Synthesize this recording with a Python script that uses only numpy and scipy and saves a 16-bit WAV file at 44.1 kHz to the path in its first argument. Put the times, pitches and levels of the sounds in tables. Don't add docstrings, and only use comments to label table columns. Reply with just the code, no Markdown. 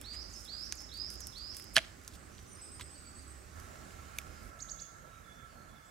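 import sys
import numpy as np
from scipy import signal
from scipy.fft import rfft, irfft, next_fast_len
from scipy.io import wavfile
from scipy.ndimage import uniform_filter1d, map_coordinates

SR = 44100
rng = np.random.default_rng(int(sys.argv[2]) if len(sys.argv) > 2 else 0)


def master(y):
    cut = np.clip(np.atleast_2d(y).T, -1, 1)
    pcm = np.round(cut * 32767)
    wavfile.write(sys.argv[1], SR, pcm.astype(np.int16))


def ratio(d):
    e = np.asarray(d, float) / 20
    return 10 ** e


N = 260190

# (time [s], first view level [dB], second view level [dB])
VIEWS = [
    (0, -53.5, -110),
    (3.53, -53.5, -110),
    (3.56, -51.5, -55.5),
    (4.5, -55, -54),
    (4.57, -110, -54.5),
    (5.9, -110, -55.5),
]
# (frequency [Hz], density [dB per Hz])
WIDE_HUSH = [(15, -27), (30, -10.5), (80, -0.5), (130, -9.5), (370, -11.5), (490, -18), (600, -15),
             (950, -18.5), (1370, -17.5), (2100, -22), (3400, -30), (7500, -24), (10500, -33.5),
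             (16000, -44.5)]
# (frequency [Hz], density [dB per Hz])
CLOSE_HUSH = [(15, -52), (40, 3.5), (130, -1), (380, -12), (650, -8), (920, -16.5), (1300, -15),
              (2200, -20.5), (3000, -25), (4400, -26), (7000, -21), (10000, -28), (16000, -38.5)]
# (centre [Hz], width [Hz], level [dB])
GROUND_DIPS = [(938, 51, -7), (698, 37, -4)]
# (time [s], pitch [Hz], level [dB])
ENGINE = [(0, 60.2, -56), (.4, 57.73, -57), (.8, 58.15, -58), (1.2, 60.3, -56.5), (1.6, 60.55, -64),
          (2, 62.6, -62), (2.4, 65.46, -58.5), (2.8, 67.6, -63), (3.2, 69.24, -57.5), (3.6, 72.8, -56),
          (3.9, 74.5, -60.5), (4.3, 72, -56), (4.6, 70.5, -67.5)]
# (centre [Hz], width [Hz], level [dB])
WHIRR = [(1100, 30, -12), (1340, 28, 0), (1690, 80, -10), (2160, 60, -14)]
# (frequency [Hz], correlation [-1 to 1])
ALIKE = [(60, 1), (130, 0.74), (290, 0.42), (640, -0.23), (1410, -0.22), (3100, 0.8), (6820, 0.16),
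         (15000, -0.14)]
# (frequency [Hz], left minus right [dB])
HUSH_LEAN = [(60, -11), (110, -3.5), (200, -7), (380, -4.5), (700, -7), (1290, -9.5), (2380, -7.5),
             (4400, -8), (8120, 2.5), (15000, -19)]
# (frequency [Hz], decay time T60 [s])
TREES_T60 = [(200, 0.99), (2000, 0.96), (5000, 0.99), (10000, 0.65)]

# (time after its start [s], pitch [Hz], level [dB])
PHRASE = [
    [(0, 4350, -62), (.008, 3700, -58), (.018, 3360, -58), (.04, 3280, -62)],
    [(.029, 3550, -54), (.042, 4100, -49), (.058, 4510, -48), (.073, 4550, -49), (.093, 4790, -45),
     (.145, 5040, -48), (.187, 5260, -46), (.207, 5720, -54), (.224, 6400, -57)],
    [(.291, 6600, -65), (.303, 6950, -62)],
    [(.31, 8200, -68), (.322, 7100, -63), (.332, 6200, -54), (.341, 5500, -56), (.352, 5200, -54),
     (.372, 5330, -58), (.4, 5480, -61)],
]
# (time [s], stretch [ratio], level [dB], lead-in level [dB], closing notes level [dB])
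SONG = [
    (.010, .995, -3, -8, 5),
    (.447, 1, -1.5, -2, 4),
    (.885, .99, -1.5, -2, 4.5),
    (1.319, 1.015, -3.5, 0, -4),
]
SONG_PITCH = [.977, 1.002, 1.003, .998]
# (time after its start [s], pitch [Hz], level [dB])
CHIP = [
    [(0, 3210, -65), (.008, 4050, -60.5), (.017, 4930, -57)],
    [(.011, 4890, -52.5), (.019, 7080, -47.5)],
    [(.021, 8000, -52), (.025, 7410, -54.5), (.03, 6930, -46.5), (.035, 6510, -41), (.039, 6140, -45)],
    [(-.002, 6430, -54), (.003, 7240, -66), (.012, 9100, -63)],
]
# (time [s], stretch [ratio], level [dB], first note level [dB], upper voice level [dB])
CHIPS = [
    (4.592, 0.99, 1.5, 2, 2),
    (4.684, 0.98, 3, 2, -5),
    (4.787, 1.01, 0, 4.5, -7),
]
# (start [s], end [s], first pitch
# [Hz], last pitch [Hz], level [dB])
FAR_NOTES = [(0, 0.065, 5430, 5600, -65), (.523, .55, 7400, 7900, -67), (.545, .575, 7900, 7300, -67),
             (.58, .62, 7500, 7000, -72), (1.83, 1.899, 8150, 8040, -73), (2.124, 2.269, 8220, 8050, -69),
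             (2.475, 2.532, 9340, 8860, -61.5), (2.528, 2.574, 8790, 8670, -57.5),
             (2.306, 2.442, 6140, 5850, -69.5), (2.459, 2.543, 6230, 6040, -66),
             (2.501, 2.56, 5700, 5750, -68), (1.405, 1.43, 7700, 7300, -69),
             (3.044, 3.086, 4680, 4500, -61.5), (3.843, 4.104, 7226, 6900, -72),
             (4.2, 4.44, 5160, 5020, -71), (5.04, 5.2, 3900, 3770, -76), (5.49, 5.56, 4650, 4300, -74),
             (5.57, 5.66, 4300, 4440, -77), (5.839, 5.874, 6700, 7900, -66), (5.867, 5.89, 7870, 8000, -67)]
# (time [s], first pitch [Hz], climb [Hz], level [dB])
TRILL = [(2.613, 7920, 947, -50), (2.715, 8000, 900, -50.5), (2.81, 7920, 551, -50),
         (2.9, 7930, 492, -51.5), (2.975, 7930, 350, -54), (3.063, 7790, 350, -53), (3.152, 7930, 450, -54),
         (3.272, 7860, 550, -54), (3.372, 7900, 501, -62)]
# (time [s], share of climb [0 to 1], level [dB])
TRILL_SHAPE = [(0, 0.012, -1.5), (.012, 0.154, -0.5), (.02, 0.356, -4.5), (.034, .6, -4), (.058, 1, -8.5)]
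# (time [s], first pitch [Hz], climb [Hz], level [dB])
WARBLE = [(2.558, 5000, 320, -59), (2.61, 5000, 150, -64), (2.658, 4960, 250, -59), (2.74, 4950, 300, -60),
          (2.845, 4890, 279.6, -60), (2.935, 4400, 470, -61), (3.158, 4400, 420, -58)]
# (time [s], share of climb [0 to 1], level [dB])
WARBLE_SHAPE = [(0, 0.016, -6), (.025, 0.284, -4.5), (0.034, .7, 0.5), (.044, 1, -3)]
# (time [s], length [s], level [dB])
PIPING = [
    (4.762, 0.105, -71),
    (5.24, 0.18, -69),
    (5.685, 0.097, -68.5),
    (5.825, 0.064, -71),
]
PIPING_HZ = 3450

# (time [s], peak level [dB], middle resonance [dB], low resonance [dB])
TICKS = [(.0139, -36.5, -19, -10), (.0583, -49, -13, -1), (.6511, -58, 4, -10), (.7246, -41, 10, 2.5),
         (.7312, -50, -8, -15), (.7543, -41, -8, -21), (.805, -45, 5, -18), (1.547, -46, 6, -6),
         (1.5674, -33.5, -2, -15), (1.5978, -40, -21, -6.5), (2.0144, -54, -3, -7), (2.048, -57, 12, 0),
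         (2.0779, -36.5, 3.5, -11), (2.3245, -60, 6, 0), (2.3498, -61, 9, 1), (2.7605, -62, 6, 0),
         (2.3904, -54, 2, 5), (2.7968, -52, 10, 10.5), (2.8103, -44.5, 1, 9.5), (3.5997, -45, 0, -14),
         (3.7555, -60, -6, 11), (3.876, -60, 6, -5), (3.9074, -56, 0, 4), (3.961, -60, 3, 0),
         (4.1855, -30, -3, -7), (4.2157, -53, -10.5, -1)]
# (time [s], peak level [dB])
THREADS = [(.3945, -55), (.406, -47.5), (.4439, -49), (.4525, -50), (0.59, -54), (.819, -42), (.9396, -43),
           (.9734, -48), (1.1026, -34), (1.1264, -47.5), (1.1403, -43), (1.2053, -32.5), (1.27, -33),
           (1.3804, -45), (1.385, -46), (1.5757, -43.5), (1.5855, -42), (1.6235, -44), (1.642, -42),
           (2.0368, -53)]
THREAD_MIDDLE_DB, THREAD_LOW_DB = -7, -21
# (time [s], length [s], level [dB])
FRAYING = [
    (0.413, 0.062, -51.5),
    (.945, .035, -55),
    (1.106, .05, -50),
    (1.542, 0.056, -55),
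]
# (start [s], length [s], level [dB],
# centre [Hz], width [Hz])
RUBS = [(.28, .38, -59.5, 7200, 6000), (.127, .042, -55, 7000, 3600), (.121, 0.058, -58.5, 2100, 1800),
        (1.7525, 0.017, -44, 2170, 3000), (1.756, 0.016, -30, 4000, 2500), (2.375, .03, -60.5, 4000, 3000),
        (1.768, 0.014, -30.5, 3300, 2600), (1.783, 0.012, -36, 2360, 2200), (1.776, .15, -57.5, 2100, 4300),
        (2, .052, -70, 6010, 6000), (2.13, 0.043, -55.5, 5200, 8900), (2.1, 0.041, -64, 4400, 5050),
        (2.8, 0.034, -52, 3400, 4000), (3.2, .054, -69, 6400, 7900), (2.794, .019, -54.5, 1090, 230),
        (3.9, .057, -64, 7000, 7150)]
# (time [s], length [s], level [dB])
PEELS = [(.02, .027, -64), (.58, 0.14, -64.5), (0.73, .14, -72), (.931, .073, -67), (1.096, 0.068, -59),
         (1.27, 0.15, -67), (1.538, .12, -61), (1.734, .03, -49), (2.412, .036, -69), (3.578, .13, -68),
         (4.157, .034, -63), (4.404, .12, -66.5)]
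PEEL_HZ, PEEL_WIDTH_HZ = 9400, 6300
# (time [s], peak level [dB], pitch [Hz])
SNAPS = [
    (0.7237, -17, 5800),
    (1.7624, -27, 13000),
    (1.7665, -5, 4000),
    (1.7814, -13.5, 3000),
    (4.1855, -24, 11000),
]
SNAP_CYCLES = 0.44
# (time [s], peak level [dB], ring [Hz], bright edge [dB], hollow thump [dB])
BREAK = [(.7238, -24, 6300, -5, -40), (4.1863, -22.5, 6400, -16, -40), (.7238, -32.5, 1730, -12, -25),
         (4.1864, -24.5, 2400, -6, -22), (4.1862, -29, 3577, -15, -40), (4.1877, -30, 2350, -15, -25),
         (3.7555, -45, 1500, -15, -30), (1.7612, -30, 7500, -13, -30), (1.763, -22, 6136, -4, -34),
         (1.7637, -20, 3300, -11, -34), (1.7661, -8, 3170, -11, -23), (1.7661, -4, 4080, -11, -25),
         (1.766, -17, 10000, -20, -40), (1.7655, -17, 4100, -12, -30), (1.7664, -9.5, 1670, -14, -38.5),
         (1.7700, -14.5, 1820, -22, -10), (1.7739, -10, 1710, -23, 0), (1.7745, -18, 3150, -12, -23),
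         (1.7772, -33, 1300, -18, 15), (1.7811, -11, 2310, -15, -12), (1.7816, -14, 3300, -16, -12),
         (1.7822, -20, 6100, -8, -20), (1.7885, -30, 3300, -18, -15)]
RING_T60_S, RING_DAMPING = 0.0077, 0.56
# (centre [Hz], width [Hz], level [dB])
HOLLOW = [
    (655, 42, 0),
    (830, 80, -10.5),
    (195, 63, -12),
    (94, 34, -11),
]

# (frequency [Hz], left minus right [dB])
NEAR_LEAN = [(60, -3), (110, 12), (200, -22.5), (380, 8), (700, -5.5), (1290, -11), (2380, -4.5),
             (4400, -6), (8120, 0), (15000, -8)]
# (frequency [Hz], left lead [rad])
NEAR_LEAD = [(100, 0.5), (1000, -0.1), (4500, 0.67), (8000, 1.1), (12000, 1.34), (16000, 2.9)]


def unit(x):
    return x / np.sqrt(np.mean(x ** 2) + 1e-20)


def along(points, hz):
    f, v = np.transpose(points)
    return np.interp(np.log(hz + 1), np.log(f + 1), v)


def curves(rows):
    s, *cols = np.transpose(rows)
    return [np.interp(np.arange(N) / SR, s, c) for c in cols]


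def wobble(rate):
    knots = rng.standard_normal(int(N * rate / SR) + 4)
    return map_coordinates(knots, [np.arange(N) * rate / SR])


def filtered(x, response):
    m = next_fast_len(N + SR // 2)
    return irfft(rfft(x, m) * response(np.fft.rfftfreq(m, 1 / SR)), m)[..., :N]


def modes(rows):
    def response(f):
        total = 0
        for k, (c, w, db) in enumerate(rows):
            total = total + (-1) ** k * ratio(db) * 1j * f * w / (c * c - f * f + 1j * f * w)
        return total
    return response


def add(track, s, x):
    part = track[..., max(round(s * SR), 0):][..., :x.shape[-1]]
    part += x[..., :part.shape[-1]]


def stereo(pair, response):
    turn = lambda hz: np.arccos(np.clip(along(ALIKE, hz), -1, 1)) / 2
    a, b = filtered(pair, lambda hz: response(hz) * [np.cos(turn(hz)), np.sin(turn(hz))])
    return filtered(np.array([a + b, a - b]), lambda hz: ratio(along(HUSH_LEAN, hz) * [[.5], [-.5]]))


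def hush(spectrum, patchy_db):
    z = signal.stft(rng.standard_normal((2, N)), nperseg=512)[2]
    field = uniform_filter1d(rng.standard_normal(z.shape[1:]), size=6, axis=0)
    field = uniform_filter1d(field, size=14, axis=1)
    pair = signal.istft(z * ratio(patchy_db * unit(field)), nperseg=512)[1][:, :N]
    return unit(stereo(pair, spectrum))


def engine_hum():
    hz, db = curves(ENGINE)
    phase = 2 * np.pi * np.cumsum(hz + 4.57 * wobble(12)) / SR
    return ratio(db + 2.3 * wobble(4.8)) * np.sin(phase) * ratio([[-4.5], [3]])


def forest():
    first_db, second_db = curves(VIEWS)

    def wide(f):
        dips = sum(db * np.exp(-.5 * ((f - c) / w) ** 2) for c, w, db in GROUND_DIPS)
        return ratio(along(WIDE_HUSH, f) + dips)

    first = hush(wide, patchy_db=1.3) + ratio(56) * engine_hum()
    second = hush(lambda f: ratio(along(CLOSE_HUSH, f)), patchy_db=2.0)
    second = second + ratio(-3.5) * hush(modes(WHIRR), patchy_db=1.5)
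    return ratio(first_db) * first + ratio(second_db) * second


def bounced(x, echoes):
    return filtered(x, lambda hz: 1 + sum(ratio(db) * np.exp(-2j * np.pi * hz * s) for s, db in echoes))


def trees(x, gap, reach):
    out, step = np.zeros((2, N)), SR * 3 // 10
    for start in range(0, N, step):
        piece = x[None, start:start + step]
        if piece.any():
            hz, t, z = signal.stft(rng.standard_normal((2, SR * 3 // 5)), SR, nperseg=256)
            decay = ratio(-60 * t / (reach * along(TREES_T60, hz)[:, None]))
            tail = signal.istft(z * decay, SR, nperseg=256)[1]
            tail = tail / np.linalg.norm(tail[0])
            add(out, start / SR + gap, signal.fftconvolve(piece, tail, axes=1))
    return out


def whistle(note, flutter_db, waver):
    s, hz, db = np.transpose(note)
    t = np.arange(s[0], max(s[-1], s[0] + .004), 1 / SR)
    knots = t[::160]
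    breath, drift = (np.interp(t, knots, rng.standard_normal(len(knots))) for _ in range(2))
    phase = 2 * np.pi * np.cumsum(np.interp(t, s, hz) * (1 + waver * drift)) / SR
    ends = np.clip(np.minimum(t - t[0], t[-1] - t) / 0.0015, 0, 1)
    return np.sqrt(2) * ends * ratio(np.interp(t, s, db) + flutter_db * breath) * np.sin(phase)


def caller(notes, starts, pitches, count, waver, flutter_db):
    out = np.zeros(N)
    for (s, stretch, db, first_db, late_db), pitch in zip(starts, pitches):
        for k, note in enumerate(notes):
            strength_db = db + first_db * (k == 0) + late_db * (k >= count)
            timed = np.array(note) * [stretch, pitch if k < count else 1, 1]
            voice = whistle(timed, flutter_db=flutter_db, waver=waver)
            add(out, s + timed[0, 0], ratio(strength_db) * voice)
    return out


def far_notes():
    paths = []
    for rows, shape in ((TRILL, TRILL_SHAPE), (WARBLE, WARBLE_SHAPE)):
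        for s, hz, climb_hz, db in rows:
            paths.append([(s + u, hz + share * climb_hz, db + rel_db) for u, share, rel_db in shape])
    for s, length, db in PIPING:
        paths.append([(s, PIPING_HZ, db), (s + length, PIPING_HZ, db)])
    for s, end, hz, last_hz, db in FAR_NOTES:
        paths.append([(s, hz, db), (end, last_hz, db)])
    return paths


def birds():
    song = caller(PHRASE, SONG, SONG_PITCH, count=2, waver=0.0067, flutter_db=2.5)
    chips = caller(CHIP, CHIPS, [1, 1, 1], count=3, waver=0.006, flutter_db=.6)
    far = np.zeros(N)
    for note in far_notes():
        add(far, note[0][0], whistle(note, flutter_db=4, waver=.009))
    leafy = filtered(trees(chips, gap=0.0019, reach=0.7), modes([(7700, 2200, -2.0), (4500, 2000, -4.5)]))
    near = bounced(song, [(.004, -11), (.011, -12)]) + ratio(0.1) * trees(song, gap=0.012, reach=0.85)
    near = near + bounced(chips, [(.004, -12), (.0075, -13)]) + leafy
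    distant = ratio(-3.0) * far + ratio(-2.2) * trees(far, gap=0.0044, reach=0.6)
    return ratio([[-7], [3.5]]) * near + ratio([[-3], [2.2]]) * distant


def fibres(count):
    stray = [(s + length * u, db + 6 * v) for s, length, db in FRAYING for u, v in rng.random((count, 2))]
    return TICKS + [(s, db, THREAD_MIDDLE_DB, THREAD_LOW_DB) for s, db in THREADS + stray]


def ticks():
    bursts, t = np.zeros((3, N)), np.arange(SR // 50) / SR
    fade = ratio(-60 * t / np.array([[.005], [.006], [.008]])) + ratio(-13.0 - 60 * t / 0.051)
    for s, db, middle_db, low_db in fibres(count=5):
        burst = rng.standard_normal((3, len(t))) * fade - 1.6 * (t == 0)
        levels_db = db + np.array([[2.5], [middle_db + 4.0], [low_db + 7.0]])
        add(bursts, s, ratio(levels_db) * burst)
    bands = [(9500, 7700, 0), (5800, 3800, 0), (2420, 3100, 0)]  # (centre [Hz], width [Hz], level [dB])
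    return sum(filtered(x, lambda hz: modes([band])(hz) ** 2) for x, band in zip(bursts, bands))


def rustle():
    out = np.zeros(N)
    for s, length, db, hz, width_hz in RUBS + [(*row, PEEL_HZ, PEEL_WIDTH_HZ) for row in PEELS]:
        n = max(int(length * SR), 64)
        noise = rng.standard_normal(SR // 4)
        sizes = rng.standard_normal(SR // 4 // 50 + 1).repeat(50)
        grains = (noise * ratio(3.5 * sizes[:SR // 4]))[:n]
        f = np.fft.rfftfreq(len(grains), 1 / SR)
        coloured = irfft(rfft(grains) * modes([(hz, width_hz, 0)])(f) ** 2, len(grains))
        swell = np.sin(np.pi * np.linspace(0, 1, len(grains)) ** 0.69)
        add(out, s, ratio(db) * unit(coloured) * swell)
    return out


def snaps():
    out, u = np.zeros(N), np.arange(-40, 41) / SR
    for s, db, hz in SNAPS:
        envelope = np.exp(-.5 * (u * hz / SNAP_CYCLES) ** 2)
        add(out, s + u[0], ratio(db) * np.cos(2 * np.pi * hz * u + 0.68) * envelope)
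    return out


def crack():
    rings, edges, thumps = np.zeros((3, N))
    t = np.arange(SR // 20) / SR
    for s, db, hz, bright_db, hollow_db in BREAK:
        t60 = RING_T60_S * (hz / 2000) ** -RING_DAMPING
        onset = 1 - np.exp(-t / 0.00027)
        add(rings, s, ratio(db - 60 * t / t60) * np.sin(2 * np.pi * hz * t) * onset)
        add(edges, s, ratio(db + bright_db + 7.5 - 60 * t / 0.0052) * rng.standard_normal(len(t)))
        add(thumps, s, ratio(db + hollow_db + 20.0) * np.hanning(24) / 4)
    bright = modes([(5440, 6700, -5.5), (10500, 2300, -2)])
    spit = filtered(edges, lambda hz: bright(hz) * ratio(-(hz / 9000) ** 4))
    return rings + spit + filtered(thumps, modes(HOLLOW))


def scene():
    bark = ticks() + rustle() + snaps() + crack()

    def ports(hz):
        lean = ratio(along(NEAR_LEAN, hz) * [[.5], [-.5]])
        return lean * np.exp(1j * along(NEAR_LEAD, hz) * [[.5], [-.5]])

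    direct = filtered(np.array([bark, bark]), ports)
    return direct + ratio(-23.0) * trees(bark, gap=0.0056, reach=0.4) + birds() + forest()


def top_cut(x):
    return signal.sosfilt(signal.butter(12, 16830, fs=SR, output="sos"), x)


def record(dry):
    top_hz = 15850
    mix = filtered(dry, lambda hz: 1 / (1 + (hz / top_hz) ** 600))
    return top_cut(mix)


dry = scene()
out = record(dry)
master(out)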